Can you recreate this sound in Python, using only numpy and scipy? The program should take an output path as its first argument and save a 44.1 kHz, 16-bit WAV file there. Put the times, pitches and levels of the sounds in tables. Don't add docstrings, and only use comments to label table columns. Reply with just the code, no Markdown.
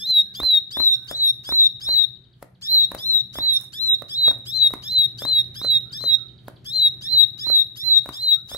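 import sys
import numpy as np
from scipy import signal
from scipy.fft import rfft, irfft, next_fast_len
from scipy.io import wavfile

SR = 44100
rng = np.random.default_rng(int(sys.argv[2]) if len(sys.argv) > 2 else 0)


def pcm_store(signal):
    levels = np.round(np.clip(np.atleast_2d(signal), -1, 1) * 32767)
    wavfile.write(sys.argv[1], SR, levels.astype(np.int16).T)


N = 377937

# t/s, engine level/dB, traffic level/dB
STREET_LEVELS = [(0.0, -61, -64), (2.0, -54, -62.5), (2.51, -61, -69.5), (2.86, -55, -62.5),
                 (3.15, -53, -63.5), (3.77, -57.5, -64), (4.58, -50, -59.5), (5.66, -49, -56),
                 (6.49, -56, -60.5), (6.95, -51.5, -57), (8.28, -56.5, -65.5), (8.57, -55.5, -62)]
# multiple of the hum, level/dB
ENGINE_ORDERS = [(.5, -12), (.75, -10.5), (1, 0.5), (1.5, -15.5), (2, -19.5), (3, -20)]
# f/Hz, level/dB
TRAFFIC_COLOUR = [(25, -17.5), (60, -5), (100, 4), (160, 4), (260, -6.5), (370, -6), (480, -15.5),
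                  (700, -20), (1150, -28.5), (1450, -25.5), (2500, -27.5), (6000, -39.5), (15500, -54.5)]
# t/s, length/s, first f/Hz, last f/Hz, level/dB
REVS = [(-.2, .8, 187, 202, -56.5), (2.3, 1.5, 180, 204.4, -56)]
# t/s, length/s, first f/Hz, last f/Hz, level/dB
SLURS = [(0.239, 0.11, 1640, 1614, -67), (0.903, 0.21, 1494, 1500, -64.5), (5.843, 0.097, 1300, 1500, -63),
         (6.132, .15, 1430, 1298, -61), (7.842, 0.1, 1444, 1330, -65), (8.3, 0.13, 1380, 1356, -60)]
# first t/s, last t/s, level/dB
TICK_RUNS = [(0.242, 0.688, -48), (2.155, 2.327, -47.5), (2.546, 2.903, -51), (4.815, 5.446, -44.5),
             (5.799, 6.377, -41.5), (6.466, 6.559, -43)]
# f/Hz, t60/s
WALL_DECAY = [(100, 0.098), (600, 0.44), (2000, 0.33), (3900, 0.42), (7000, 0.22), (12000, 0.4),
              (16000, 0.08)]
# f/Hz, level/dB
WALL_COLOUR = [(300, 2.5), (1000, 1), (2500, 6), (3900, 1.5), (5600, 4), (8000, 4), (12000, 0), (16000, -5)]
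# t/s, level/dB
GRIPS = [(0.964, -40), (1.047, -44), (3.6117, -27), (3.643, -37), (4.131, -37), (4.385, -44)]
# last stroke t/s, strokes,
# level/dB, growth per stroke/dB, treble/dB, left-right/dB, air level/dB, ruffle level/dB
FLICKS = [(0.429, 2, -22.5, -2.5, 3.5, 4.5, -33, -62), (0.798, 2, -20, -0.5, -0.5, -3, -37, -63),
          (1.109, 1, -20, -3, 4.5, 8, -44, -64), (1.519, 2, -21, 2, 1.5, -4.5, -38, -46.5),
          (1.886, 1, -25, 2, 7.5, -5, -40, -50.5), (2.423, 1, -26.5, -2, 2, 3.5, -48, -76),
          (2.945, 2, -20, 2.5, 4.5, 4.5, -38.5, -60), (3.383, 2, -19, 8.5, 1, -4, -37.5, -66),
          (4.018, 1, -24.5, 0, -0.5, -8, -55, -62), (4.309, 2, -21.5, -3.5, 0, -5, -42, -50),
          (4.734, 2, -18, 14.5, 1, -3.5, -41.5, -52.5), (5.248, 2, -21, 2.5, 4.5, 4.5, -43, -57),
          (5.643, 2, -20, 7, 0.5, -6, -45, -68), (6.036, 2, -23.5, 14.5, 0.5, 2.5, -55, -57),
          (6.479, 1, -22.5, -1, -1, -2.5, -55, -71), (7.497, 2, -23, 6, -5, -7.5, -56, -50.5),
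          (8.087, 2, -21, 5, 1, -2, -42, -54), (8.544, 2, -24.5, 5.5, 1.5, 0, -40, -44)]
# f/Hz, level/dB
SNAP_COLOUR = [(30, -27), (70, -3), (150, -3), (300, 6.5), (580, 6), (800, -4.5), (1020, 0.5), (1400, -5.5),
               (2000, -11), (2600, -28), (4500, -20.5), (6500, -39.5), (10000, -21), (15500, -23)]
# f/Hz, level/dB
THROAT = [(1500, -65.5), (2000, -63.5), (3800, -53), (4600, -42), (5100, -42), (5450, -41.5), (5750, -62),
          (6150, -55.5), (6700, -57), (7600, -59), (8300, -56.5), (9700, -67.5), (12000, -52), (14500, -66)]
# multiple, level against the whistle/dB
OVERTONES = [(3, -30), (4, -36.5)]
# t/s, length/s, pitch factor, crest level/dB,
# fall level/dB, crest left-right/dB, fall left-right/dB, lead at the left microphone/ms
NOTES = [(-0.016, 0.24, 1, 0.5, -1.5, 0.5, 0.5, .24), (0.344, 0.25, 1.002, -1.5, -2, -5.5, 4, 0.24),
         (0.711, 0.25, 0.99, 3.5, -3, 9, -5.5, 0.1146), (1.076, 0.24, 0.99, -6.5, 0, 0, 2.5, .16),
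         (1.44, 0.24, 0.99, 1.5, 1, -1.5, 4.5, 0.13), (1.805, 0.25, 1, 1.5, -2.5, 0, 13.5, 0.17),
         (2.617, 0.242, 1.008, 2, -1.5, -2.5, 4, 0.16), (2.978, 0.24, 1, -0.5, -3.5, 5, 7.5, 0.1),
         (3.334, 0.25, 0.99, -2, -5, -2.5, -5, 0.16), (3.728, 0.23, 1, -2.5, -1.5, 9, -5.5, 0.091),
         (4.088, 0.23, 0.99, 0.5, -2.5, -3, 1, 0.18), (4.457, 0.23, 1, -0.5, 0.5, 12, 2, 0.21),
         (4.826, 0.24, 1, -2, -1.5, -3, 7, .21), (5.181, 0.24, 1, -2.5, -3, 7.5, -3.5, 0.21),
         (5.548, 0.24, 0.9985, -7, -2, -5, -4, 0.21), (5.923, 0.24, 1.003, -7.5, -1.5, 10, -12, 0.2),
         (6.65, 0.24, 1.01, -2, -0.5, 6.5, 1, 0.21), (7.014, 0.24, 1.005, 0, 0, -9.5, 14.5, .18),
         (7.383, 0.25, 1.002, 0, -2.5, -13.5, 9, .15), (7.761, 0.24, 1.001, -1, -0.5, -14.5, 11, 0.14),
         (8.126, 0.24, 1.005, -4.5, -1.5, -3, 9, 0.19), (8.486, 0.35, 1, -7.5, -2, -11, -1, .19)]

CREST_S, FALL_S = .11, 0.21
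SQUEAK_HZ, SCOOP_HZ, SCOOP_S, CLIMB_HZ_PER_S = 3311, 853.5, 0.0076, 4500
RASP_S, HISS_S = 0.079, 0.033
BREAK_S, BREAK_WIDTH_S = 0.074, .007
TOP_HZ, HOLD_UNTIL_S, REST_HZ, SAG_S, DROOP_HZ = 4102, .118, 3404.6, .16, 45
HELD_DB, SWELL_DB, SWELL_S, SWELL_POWER, RELEASE_S = -12.5, 33, .19, 1.71, 0.019
BITE_DB, BITE_S, SQUEAK_DB, THIN_DB, RETURN_DB, RETURN_S = 7.5, 0.012, 2, -6, 10, .03


def amp(db):
    return 10 ** (np.asarray(db) / 20)


def unit(x):
    return x / np.sqrt(np.mean(x ** 2) + 1e-20)


def read(points, hz):
    f, value = np.transpose(points)
    return np.interp(np.log(hz + 1), np.log(f + 1), value)


def add(mix, s, sound):
    at = round(s * SR)
    sound = sound[..., max(-at, 0):]
    part = mix[:, max(at, 0):][:, :sound.shape[-1]]
    part += sound[..., :part.shape[1]]


def pan(db):
    return unit(amp([[db / 2], [-db / 2]]))


def noise(colour, n):
    size = next_fast_len(n, real=True)
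    white = rng.standard_normal((2, size))
    gain = amp(read(colour, np.fft.rfftfreq(size, 1 / SR)))
    return unit(irfft(rfft(white) * gain, size)[:, :n])


def wander(n, hz, step=16):
    count = next_fast_len(n // step + 512, real=True)
    f = np.fft.rfftfreq(count, step / SR)
    slow = unit(irfft(rfft(rng.standard_normal(count)) / (1 + (f / hz) ** 4), count))
    return np.interp(np.arange(n) / step, np.arange(count), slow)


def pulse(db):
    cepstrum = irfft(np.log(amp(db)))
    half = len(cepstrum) // 2
    cepstrum[1:half] *= 2
    cepstrum[half + 1:] = 0
    return irfft(np.exp(rfft(cepstrum)))


def slur(length_s, first_hz, last_hz, shake):
    n = int(length_s * SR)
    hz = np.geomspace(first_hz, last_hz, n) * (1 + shake * wander(n, 400))
    return np.sin(2 * np.pi * np.cumsum(hz) / SR) * signal.windows.tukey(n, .5)


def street(hum_hz=123, waver=0.01796, uneven=.35, throb_hz=11.5, throb=0.5,
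           engine_gain_db=3, traffic_gain_db=6, width=0.43, hiss_db=-77):
    t = np.arange(N) / SR
    s, hum_db, traffic_db = np.transpose(STREET_LEVELS)
    cycles = np.cumsum(hum_hz * (1 + waver * wander(N, 6.1))) / SR
    hum = sum(amp(db) * (1 + uneven * wander(N, 18)) * np.sin(2 * np.pi * k * cycles)
              for k, db in ENGINE_ORDERS)
    hum *= 1 + throb * np.sin(2 * np.pi * cycles * throb_hz / hum_hz)
    engine = unit(hum) * amp(np.interp(t, s, hum_db) + engine_gain_db)
    mid, side = noise(TRAFFIC_COLOUR, N)
    traffic = np.array([mid + width * side, mid - width * side])
    traffic *= amp(np.interp(t, s, traffic_db) + traffic_gain_db)
    hiss = noise([(300, -6), (1500, 13.5), (3000, -1.5), (16000, -15.5)], N)
    return engine + traffic + amp(hiss_db) * hiss


def engine_pulling_away():
    out = np.zeros((2, N))
    for s, length_s, first_hz, last_hz, db in REVS:
        add(out, s, amp(db) * slur(length_s, first_hz, last_hz, shake=0.029))
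    return out


def distant_bird():
    out = np.zeros((2, N))
    for s, length_s, first_hz, last_hz, db in SLURS:
        add(out, s, amp(db) * slur(length_s, first_hz, last_hz, shake=0.047))
    return out


def ticking_bird(tick_s=.017, gap_s=0.091, high_hz=5100, low_hz=2750, gain_db=-11, uneven_db=0.5):
    out = np.zeros((2, N))
    for first, last, db in TICK_RUNS:
        for s in np.linspace(first, last, round((last - first) / gap_s) + 1):
            level = amp(db + gain_db + uneven_db * rng.standard_normal())
            add(out, s, level * slur(tick_s, high_hz, low_hz, shake=0.0094))
    return out


def walls(sound, gap_s=0.0055, density=.1):
    taps = rng.choice([-1., 1.], (2, SR)) * (rng.random((2, SR)) < density)
    taps[:, :int(gap_s * SR)] = 0
    hz, t, bands = signal.stft(taps, SR, nperseg=256)
    decay_db = 60 * t / read(WALL_DECAY, hz)[:, None]
    bands = bands * amp(read(WALL_COLOUR, hz)[:, None] - decay_db)
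    tail = signal.istft(bands, SR, nperseg=256)[1]
    return signal.fftconvolve(sound, tail / np.linalg.norm(tail[0]), axes=1)[:, :N]


def claws(gain_db=-3, click_s=0.001, scrape_db=-15, scrape_s=.014):
    out, t = np.zeros((2, N)), np.arange(3000) / SR
    colour = [(300, -7.5), (1200, 2), (2500, -17.5), (6000, -3), (11000, 16), (16000, 8.5)]
    envelope = np.exp(-t / click_s) + amp(scrape_db) * np.exp(-t / scrape_s)
    for s, db in GRIPS:
        add(out, s, amp(db + gain_db) * noise(colour, len(t)) * envelope)
    return out


def feathers(grain_db=4, grain_hz=250, half_width_s=.04, early_s=.015, grip_db=-24):
    t = np.arange(N) / SR
    ruffles = [(s - early_s, db) for s, *_, db in FLICKS] + [(s, db + grip_db) for s, db in GRIPS]
    envelope = sum(amp(db) * np.exp(-((t - s) / half_width_s) ** 2) for s, db in ruffles)
    rub = noise([(300, -7.5), (1200, 1), (2600, -8.5), (6000, -7), (11000, -2.5), (16000, -5.5)], N)
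    return envelope * unit(rub * amp(grain_db * wander(N, grain_hz))) * pan(2.4)


def wing_air(push_hz=60, half_width_s=0.016, late_s=0.0038):
    out, t = np.zeros((2, N)), np.arange(-3000, 3000) / SR
    push = np.sin(2 * np.pi * push_hz * t) * np.exp(-(t / half_width_s) ** 2) * pan(2)
    for s, *_, air_db, _ in FLICKS:
        add(out, s + late_s + t[0], amp(air_db) * push)
    return out


def strokes(gap_s=.031):
    return [(s - k * gap_s, db - k * growth_db, treble_db, side_db)
            for s, count, db, growth_db, treble_db, side_db, _, _ in FLICKS for k in range(round(count))]


def wing_snaps(gain_db=2, late_s=0.0037, slap_s=0.00123, slap=0.62, echo_start_s=.0172, echo_db=-17,
               swish_db=-37, swish_s=0.022, rip_db=-19, rip_s=0.0033):
    out, t = np.zeros((2, N)), np.arange(-3000, 3000) / SR
    hz = np.fft.rfftfreq(4096, 1 / SR)
    snap_db = read(SNAP_COLOUR, hz)
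    peak = abs(pulse(snap_db)).max()
    swish_colour = [(200, 1.5), (700, 13.5), (2500, 0), (5000, -5), (11000, -6), (16000, -18.5)]
    swish = amp(swish_db) * np.exp(-abs(t) / swish_s)
    rip = amp(rip_db) * np.exp(-abs(t - rip_s / 2) / rip_s)
    for s, db, treble_db, side_db in strokes():
        s += late_s
        tilt_db = read([(2000, 0.007), (7000, treble_db)], hz)
        crack = pulse(snap_db + tilt_db) / peak * amp(db + gain_db) * pan(side_db)
        add(out, s, crack)
        add(out, s + slap_s * rng.uniform(0.67, 1.3), slap * crack)
        add(out, s + echo_start_s, amp(echo_db) * crack[::-1])
        add(out, s + t[0], noise(swish_colour, len(t)) * (swish + rip) * amp(db + treble_db))
    return out


def syrinx_pitch(age, remaining, clear, jitter=0.018, jitter_hz=500, drift=0.003):
    squeak_hz = SQUEAK_HZ - SCOOP_HZ * np.exp(-age / SCOOP_S) + CLIMB_HZ_PER_S * age
    sag = np.exp(-np.maximum(age - HOLD_UNTIL_S, 0) / SAG_S)
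    whistle_hz = REST_HZ + (TOP_HZ - REST_HZ) * sag - DROOP_HZ * np.exp(-remaining / RELEASE_S)
    rasp = jitter * np.exp(-age / RASP_S) * wander(len(age), jitter_hz)
    return (squeak_hz + clear * (whistle_hz - squeak_hz)) * (1 + rasp + drift * wander(len(age), 60))


def scattered_partials(levels, cycles, flutter_db=2.5, swell_db=3.5, scatter_rad=1.89):
    n, partials = len(cycles), 0
    for multiple, db in levels:
        uneven_db = flutter_db * wander(n, 110) + swell_db * wander(n, 15)
        shift = np.array([[.5], [-.5]]) * scatter_rad * wander(n, 16)
        partials += amp(db + uneven_db) * np.sin(2 * np.pi * multiple * cycles + shift)
    return partials * pan(3)


def note(row, onset_s=0.01, flutter_db=1.75, overtone_growth=0.95, weak_db=-1.5, partial_fade_s=0.023,
         hiss_db=-51, hiss_early_s=0.0076):
    start, length, pitch, crest_db, fall_db, pan_crest, pan_fall, lead_ms = row
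    t = np.arange(-hiss_early_s, length + 0.0034, 1 / SR)
    n, age, remaining = len(t), np.maximum(t, 0), t[-1] - t
    clear = .5 + .5 * np.tanh((age - BREAK_S) / (2 * BREAK_WIDTH_S))
    hz = pitch * syrinx_pitch(age, remaining, clear)
    cycles = np.cumsum(hz) / SR
    db = HELD_DB - SWELL_DB * np.maximum(1 - age / SWELL_S, 0) ** SWELL_POWER
    db += np.interp(age, [0, CREST_S, FALL_S], [0, crest_db, fall_db])
    side = np.array([[.5], [-.5]])
    swing = amp(side * clear * np.interp(age, [CREST_S, FALL_S], [pan_crest, pan_fall]))
    swing /= np.sqrt((swing ** 2).mean(0))
    tone = np.sin(2 * np.pi * (cycles + side * hz * lead_ms / 1000))
    release = np.sin(np.pi / 2 * np.minimum(remaining / RELEASE_S, 1)) ** 2
    whistle = amp(db + flutter_db * wander(n, 30)) * tone * swing * release
    reedy_db = BITE_DB * np.exp(-age / BITE_S) + SQUEAK_DB * (1 - clear)
    reedy_db += THIN_DB * np.sin(np.pi * clear) + RETURN_DB * np.exp(-remaining / RETURN_S)
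    overtone_db = db.max() + overtone_growth * (db - db.max())
    levels = [(k, overtone_db + level) for k, level in OVERTONES]
    levels += [(k, read(THROAT, k * hz) + reedy_db + weak_db) for k in (.5, 1.5, 2, 2.5, 3.5)]
    partials = scattered_partials(levels, cycles) * np.minimum(remaining / partial_fade_s, 1)
    voice = np.sqrt(2) * (whistle + partials) * np.minimum(age / onset_s, 1)
    hiss = noise([(700, -10.5), (1600, -2.5), (2600, -8), (4800, 1.5), (6500, -4.5), (9000, -15),
                  (12000, -7), (16000, -14.5)], n)
    voice += amp(hiss_db) * np.exp(-age / HISS_S) * hiss
    return start + t[0], voice * signal.windows.tukey(n, .04)


def prinia():
    out = np.zeros((2, N))
    for row in NOTES:
        add(out, *note(row))
    return out


def scene(song_wet_db=-17, moves_wet_db=-12, far_wet_db=-3):
    song = prinia()
    moves = wing_snaps() + feathers() + claws()
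    far_birds = ticking_bird() + distant_bird()
    ring = walls(amp(song_wet_db) * song + amp(moves_wet_db) * moves + amp(far_wet_db) * far_birds)
    return street() + engine_pulling_away() + far_birds + ring + wing_air() + moves + song


def record(dry):
    lowpass = signal.firwin(511, cutoff=15850, window=("kaiser", 9), fs=SR)
    return signal.oaconvolve(dry, lowpass[None], "same")


dry = scene()
out = record(dry)
pcm_store(out)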